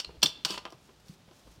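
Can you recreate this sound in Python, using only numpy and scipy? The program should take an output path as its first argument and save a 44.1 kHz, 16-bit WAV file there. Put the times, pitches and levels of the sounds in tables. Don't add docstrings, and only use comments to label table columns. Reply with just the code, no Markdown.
import sys
import numpy as np
from scipy import signal
from scipy.fft import rfft, irfft
from scipy.io import wavfile
from scipy.ndimage import uniform_filter1d

SR = 44100
rng = np.random.default_rng(int(sys.argv[2]) if len(sys.argv) > 2 else 0)


def int16_out(signal):
    q = np.round(np.clip(np.atleast_2d(signal).T, -1, 1) * 32767)
    wavfile.write(sys.argv[1], SR, q.astype(np.int16))


N = 70560


def from_db(db):
    return 10 ** (np.asarray(db) / 20)


def times():
    return np.arange(N) / SR


def unit(x):
    return x / np.sqrt(np.sum(x ** 2) + 1e-20)


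def at_hz(points, hz):
    point_hz, values = np.transpose(points)
    return np.interp(np.log(hz + 1e-9), np.log(point_hz), values)


def spectrum_gain(spectrum):
    hz = np.arange(N // 2 + 1) * SR / N
    return from_db(at_hz(spectrum, hz))


def noise(spectrum):
    x = irfft(rfft(rng.standard_normal(N)) * spectrum_gain(spectrum), N)
    return x / x.std()


def dull(x, cutoff_hz):
    low_pass = signal.butter(2, min(cutoff_hz, .45 * SR), fs=SR, output="sos")
    return signal.sosfilt(low_pass, x + 1e-18)


def drift(cutoff_hz):
    x = dull(rng.standard_normal(2 * N), cutoff_hz)[N:]
    return x / x.std()


def dying(t60):
    return np.exp(-np.log(1000) * times() / t60)


def through(x, response):
    return signal.fftconvolve(x, response)[:N]


def add(out, start_s, x):
    i = int(max(start_s, 0) * SR)
    out[i:] += x[:N - i]


def ringing(modes):
    total = np.zeros(N)
    for k, (hz, db, t60) in enumerate(modes):
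        tone = np.sin(2 * np.pi * hz * times())
        total += (-1) ** k * from_db(db) * dying(t60) * tone
    return unit(total)


def burst(spectrum, t60):
    x = rfft(rng.standard_normal(N) * dying(t60))
    even = x / np.sqrt(uniform_filter1d(np.abs(x) ** 2, size=800) + 1e-20)
    cepstrum = irfft(np.log(spectrum_gain(spectrum)), N)
    causal = np.exp(rfft(2 * cepstrum[:N // 2], N))
    first_half = np.arange(N) < N // 2
    return unit(irfft(even * causal, N) * first_half)


def swells(rows):
    level = np.zeros(N)
    for middle_s, length_s, db in rows:
        level += from_db(db) * np.exp(-2 * ((times() - middle_s) / length_s) ** 2)
    return level


# (pitch [Hz], relative level [dB], time to fade 60 dB [s])
BAR_TONES = [(2700, -11, .07), (3180, -12, .08), (3485, -1.5, .075), (4200, -2, .065), (4640, -7, .065),
             (4765, -9, .08), (5272, -5, .065), (5420, -2, .06), (5815, 3.5, .042), (8325, -15, .04),
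             (8805, -14, .04), (11480, -13, .04), (14380, -13, .045), (15165, -11, .05)]


def bar_ring():
    return ringing(BAR_TONES)


# (time [s], level [dB], low-pass cutoff [Hz], bar ring against crack [dB])
CLANKS = [(0.0005, -5.5, 6360, -6.5), (0.2197, -15, 5950, -20), (0.2297, -5.5, 16100, -12.5),
          (0.2301, 10.5, 11200, 5), (0.2325, 1.5, 12000, -15.5), (0.2682, -8, 6230, -4),
          (0.376, -32, 4500, -6), (0.4491, 1, 7000, -16), (0.4522, -1.5, 8300, -16),
          (0.5057, -7.5, 7800, -5), (0.5781, -14, 7000, -5), (0.6528, -22, 6140, -11),
          (0.7040, -33, 12000, -5), (0.7230, -29, 10000, -4), (1.083, -31.5, 12000, -6.5),
          (1.312, -40.5, 3470, -17)]
# (frequency [Hz], relative level per Hz [dB])
CLICK_SPECTRUM = [(200, -16), (1500, -21), (2100, -23), (2800, -5.5), (4000, -3), (4600, 1.5), (5800, 0.5),
                  (6500, -19), (9000, -15.5), (10400, -20), (16000, -15.5)]
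# (frequency [Hz], relative level per Hz [dB])
CRACK_SPECTRUM = [(60, -42), (200, -31), (900, -14.5), (1600, -10.5), (2100, -14.5), (2850, -0.5),
                  (3500, -2.5), (3900, -8.5), (4500, 0.5), (5800, -12), (6300, -11), (7100, -8.5),
                  (9000, -9.5), (10300, -14), (16000, -6)]
CLICK_T60_S, CRACK_T60_S = 0.0087, 0.037


def clanks(bar):
    out = np.zeros(N)
    for start_s, db, cutoff_hz, ring_db in CLANKS:
        click = burst(CLICK_SPECTRUM, CLICK_T60_S)
        crack = burst(CRACK_SPECTRUM, CRACK_T60_S)
        blow = click + crack + from_db(ring_db) * bar
        add(out, start_s, from_db(db) * unit(dull(blow, cutoff_hz)))
    return out


# (time [s], length [s], average pitch [Hz], tone level before low-pass [dB])
SQUEAKS = [(0.0461, 0.0044, 4220, -32.5), (0.2265, 0.0065, 3350, -25.5), (0.2580, .0065, 3505, -20.5)]
SQUEAK_EDGE_S, SQUEAK_CUTOFF_HZ = .0006, 6900
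PITCH_WAVER, WAVER_CUTOFF_HZ = 0.03, 1380
GRIT_DB = -0.5


def squeaks():
    out, t = np.zeros(N), times()
    for start_s, length_s, hz, db in SQUEAKS:
        pitch_hz = hz * (1 + PITCH_WAVER * drift(WAVER_CUTOFF_HZ))
        tone = np.sqrt(2) * np.sin(2 * np.pi * np.cumsum(pitch_hz) / SR)
        grit = from_db(GRIT_DB) * noise(CRACK_SPECTRUM)
        gate = np.clip(np.minimum(t, length_s - t) / SQUEAK_EDGE_S, 0, 1)
        add(out, start_s, from_db(db) * gate * (tone + grit))
    return dull(dull(out, SQUEAK_CUTOFF_HZ), SQUEAK_CUTOFF_HZ)


# (pitch [Hz], relative level [dB], time to fade 60 dB [s])
BOX_TONES = [(325, -8, .06), (628, -4, .05), (790, -10, .03), (1003, -1, .085), (1085, -7, .07),
             (1200, 0, .06), (1315, -5, .03), (1630, -7, .03)]


def box_ring():
    return ringing(BOX_TONES)


# (time [s], level [dB], low-pass cutoff [Hz])
KNOCKS = [(0.001, -22.5, 3000), (0.047, -28.5, 3960), (0.0905, -23.5, 850), (0.104, -30.5, 4500),
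          (0.2283, -2, 4940), (0.2395, -11, 2000), (0.2467, -15, 1010), (0.45, -9.5, 3960),
          (0.4622, -14.5, 1970), (0.5010, -15.5, 1180), (0.5420, -14.5, 3000), (0.5761, -11, 4000),
          (0.586, -26, 3520), (0.6530, -11.5, 3510), (0.6635, -17.5, 1580), (0.676, -25.5, 3000),
          (0.7240, -22.5, 1200), (0.891, -31.5, 2013), (1.285, -34.5, 1190), (1.312, -34, 2010),
          (1.474, -35, 1200)]
# (frequency [Hz], relative level per Hz [dB])
WOOD_SPECTRUM = [(60, -31.5), (130, -4), (300, -1), (500, 0.5), (900, 1.5), (1300, -2), (2000, -4),
                 (3200, 3), (4500, -12), (12000, -15)]
WOOD_T60_S, BOX_RING_DB = 0.047, -4.5


def knocks(box):
    out = np.zeros(N)
    for start_s, db, cutoff_hz in KNOCKS:
        knock = burst(WOOD_SPECTRUM, WOOD_T60_S) + from_db(BOX_RING_DB) * box
        add(out, start_s, from_db(db) * unit(dull(knock, cutoff_hz)))
    return out


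# (time [s], level [dB], pitch [Hz], time to fade 60 dB [s])
THUDS = [(0.073, -20.5, 64, 0.18), (0.092, -26, 446, 0.021), (0.174, -20.5, 64.4, 0.2),
         (0.231, -13, 202, 0.044), (0.24, -12.5, 146, .06), (0.2461, -12.5, 300, .035),
         (0.281, -25.5, 122, 0.073), (0.456, -19.5, 179, 0.025), (0.503, -14, 329, 0.042),
         (0.507, -17.5, 199, 0.14), (0.728, -26, 372, 0.021), (0.745, -28, 130, .08),
         (1.095, -15.5, 165.3, 0.049), (1.111, -28.5, 160, 0.049), (1.577, -26.5, 116, 0.072)]
THUD_ATTACK_S = 0.0027


def thuds():
    out, t = np.zeros(N), times()
    for start_s, db, hz, t60 in THUDS:
        soft_start = 1 - np.exp(-t / THUD_ATTACK_S)
        bump = np.sin(2 * np.pi * hz * t) * dying(t60) * soft_start
        add(out, start_s, from_db(db) * unit(bump))
    return out


# (time [s], level [dB])
DRAG = [(0.45, -55.5), (0.462, -50), (0.485, -41), (0.495, -38), (0.501, -39.5), (0.52, -42), (0.546, -44),
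        (0.565, -49), (0.60, -67), (0.63, -74)]
SLIPS_PER_S, SLIP_SPREAD_DB = 1800, 6
DRAG_BAR_DB, DRAG_BOX_DB, DRAG_CUTOFF_HZ = -20, -10.5, 7100


def drag(bar, box):
    happens = rng.random(N) < SLIPS_PER_S / SR
    direction = rng.choice([-1, 1], N)
    strength = from_db(SLIP_SPREAD_DB * rng.uniform(-1, 1, N))
    slips = happens * direction * strength
    level_db = np.interp(times(), *np.transpose(DRAG), left=-np.inf, right=-np.inf)
    slips = slips / slips.std() * from_db(level_db)
    crack = burst(CRACK_SPECTRUM, CRACK_T60_S)
    body = crack + from_db(DRAG_BAR_DB) * bar + from_db(DRAG_BOX_DB) * box
    return through(slips, unit(dull(body, DRAG_CUTOFF_HZ)))


# (frequency [Hz], time to fade 60 dB [s], relative level [dB])
TREES = [(150, 0.33, -3), (1000, 0.5, -1.5), (3400, .48, -3.5), (5500, 0.27, -1.5), (14000, 0.18, 1)]
TREES_DB = -16.5
NEAR_DB, NEAR_T60_S, NEAR_DELAY_S = -13.5, .14, .007


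def clearing(x):
    trees = np.array(TREES)
    edges_hz, tail = np.geomspace(60, 18000, 9), np.zeros(N)
    for low, high in zip(edges_hz, edges_hz[1:]):
        band_pass = signal.butter(2, [low, high], "band", fs=SR, output="sos")
        band = signal.sosfilt(band_pass, rng.standard_normal(N))
        middle_hz = np.sqrt(low * high)
        t60 = at_hz(trees[:, :2], middle_hz)
        level_db = at_hz(trees[:, ::2], middle_hz)
        tail += band * dying(t60) * from_db(level_db)
    near = unit(rng.standard_normal(N) * dying(NEAR_T60_S))
    echo = np.zeros(N)
    add(echo, NEAR_DELAY_S, from_db(NEAR_DB) * near + from_db(TREES_DB) * unit(tail))
    return x + through(x, echo)


# (middle time [s], length from peak to nearly gone [s], peak level [dB])
STEPS = [(0.105, 0.058, -59), (0.16, 0.028, -56.5), (0.395, 0.041, -59), (0.903, 0.026, -61),
         (1.286, 0.014, -57), (1.32, 0.019, -61.5), (1.477, 0.017, -54.5), (1.582, 0.037, -62.5)]
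# (frequency [Hz], relative level per Hz [dB])
SNOW_SPECTRUM = [(60, -1.5), (150, 3.5), (350, 4), (650, -3.5), (1200, -16.5), (3500, -17), (8000, -41.5),
                 (16000, -39)]


def steps():
    return swells(STEPS) * noise(SNOW_SPECTRUM)


# (middle time [s], length from peak to nearly gone [s], level before flutter [dB])
JACKET = [(0.85, 0.065, -68), (0.93, 0.033, -78), (1.005, 0.011, -66), (1.08, 0.052, -67.5),
          (1.108, 0.023, -66.5), (1.14, 0.023, -63), (1.37, .055, -64), (1.45, 0.084, -72),
          (1.53, .07, -67)]
# (frequency [Hz], relative level per Hz [dB])
CLOTH_SPECTRUM = [(800, -6), (2500, -4.5), (5500, 0.5), (8500, -6.5), (12500, -10.5), (16000, -15)]


def jacket():
    flutter = from_db(1.8 * drift(80))
    return swells(JACKET) * flutter * noise(CLOTH_SPECTRUM)


# (frequency [Hz], relative level per Hz [dB])
AIR_SPECTRUM = [(20, -30), (38, -22.5), (55, -14.5), (85, -1.5), (150, -1.5), (280, -7.5), (600, -10.5),
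                (1200, -15.5), (2000, -19.5), (3500, -18), (6000, -22.5), (10500, -31.5), (16000, -36)]
AIR_DB = -61
DRONE_HZ, DRONE_DB, DRONE_WAVER_DB = 55.7, -68, 5.5


def background():
    pitch_hz = DRONE_HZ + 2.5 * drift(6.8)
    drone = np.sqrt(2) * np.sin(2 * np.pi * np.cumsum(pitch_hz) / SR)
    drone_level = from_db(DRONE_DB + DRONE_WAVER_DB * drift(5))
    return from_db(AIR_DB) * noise(AIR_SPECTRUM) + drone_level * drone


def scene():
    bar, box = bar_ring(), box_ring()
    work = clanks(bar) + squeaks() + knocks(box) + thuds() + drag(bar, box)
    mix = clearing(work) + steps() + jacket() + background()
    return mix[None]


def record(dry):
    low_pass = signal.ellip(10, .2, 70, 15800, fs=SR, output="sos")
    return signal.sosfilt(low_pass, dry)


dry = scene()
out = record(dry)
int16_out(out)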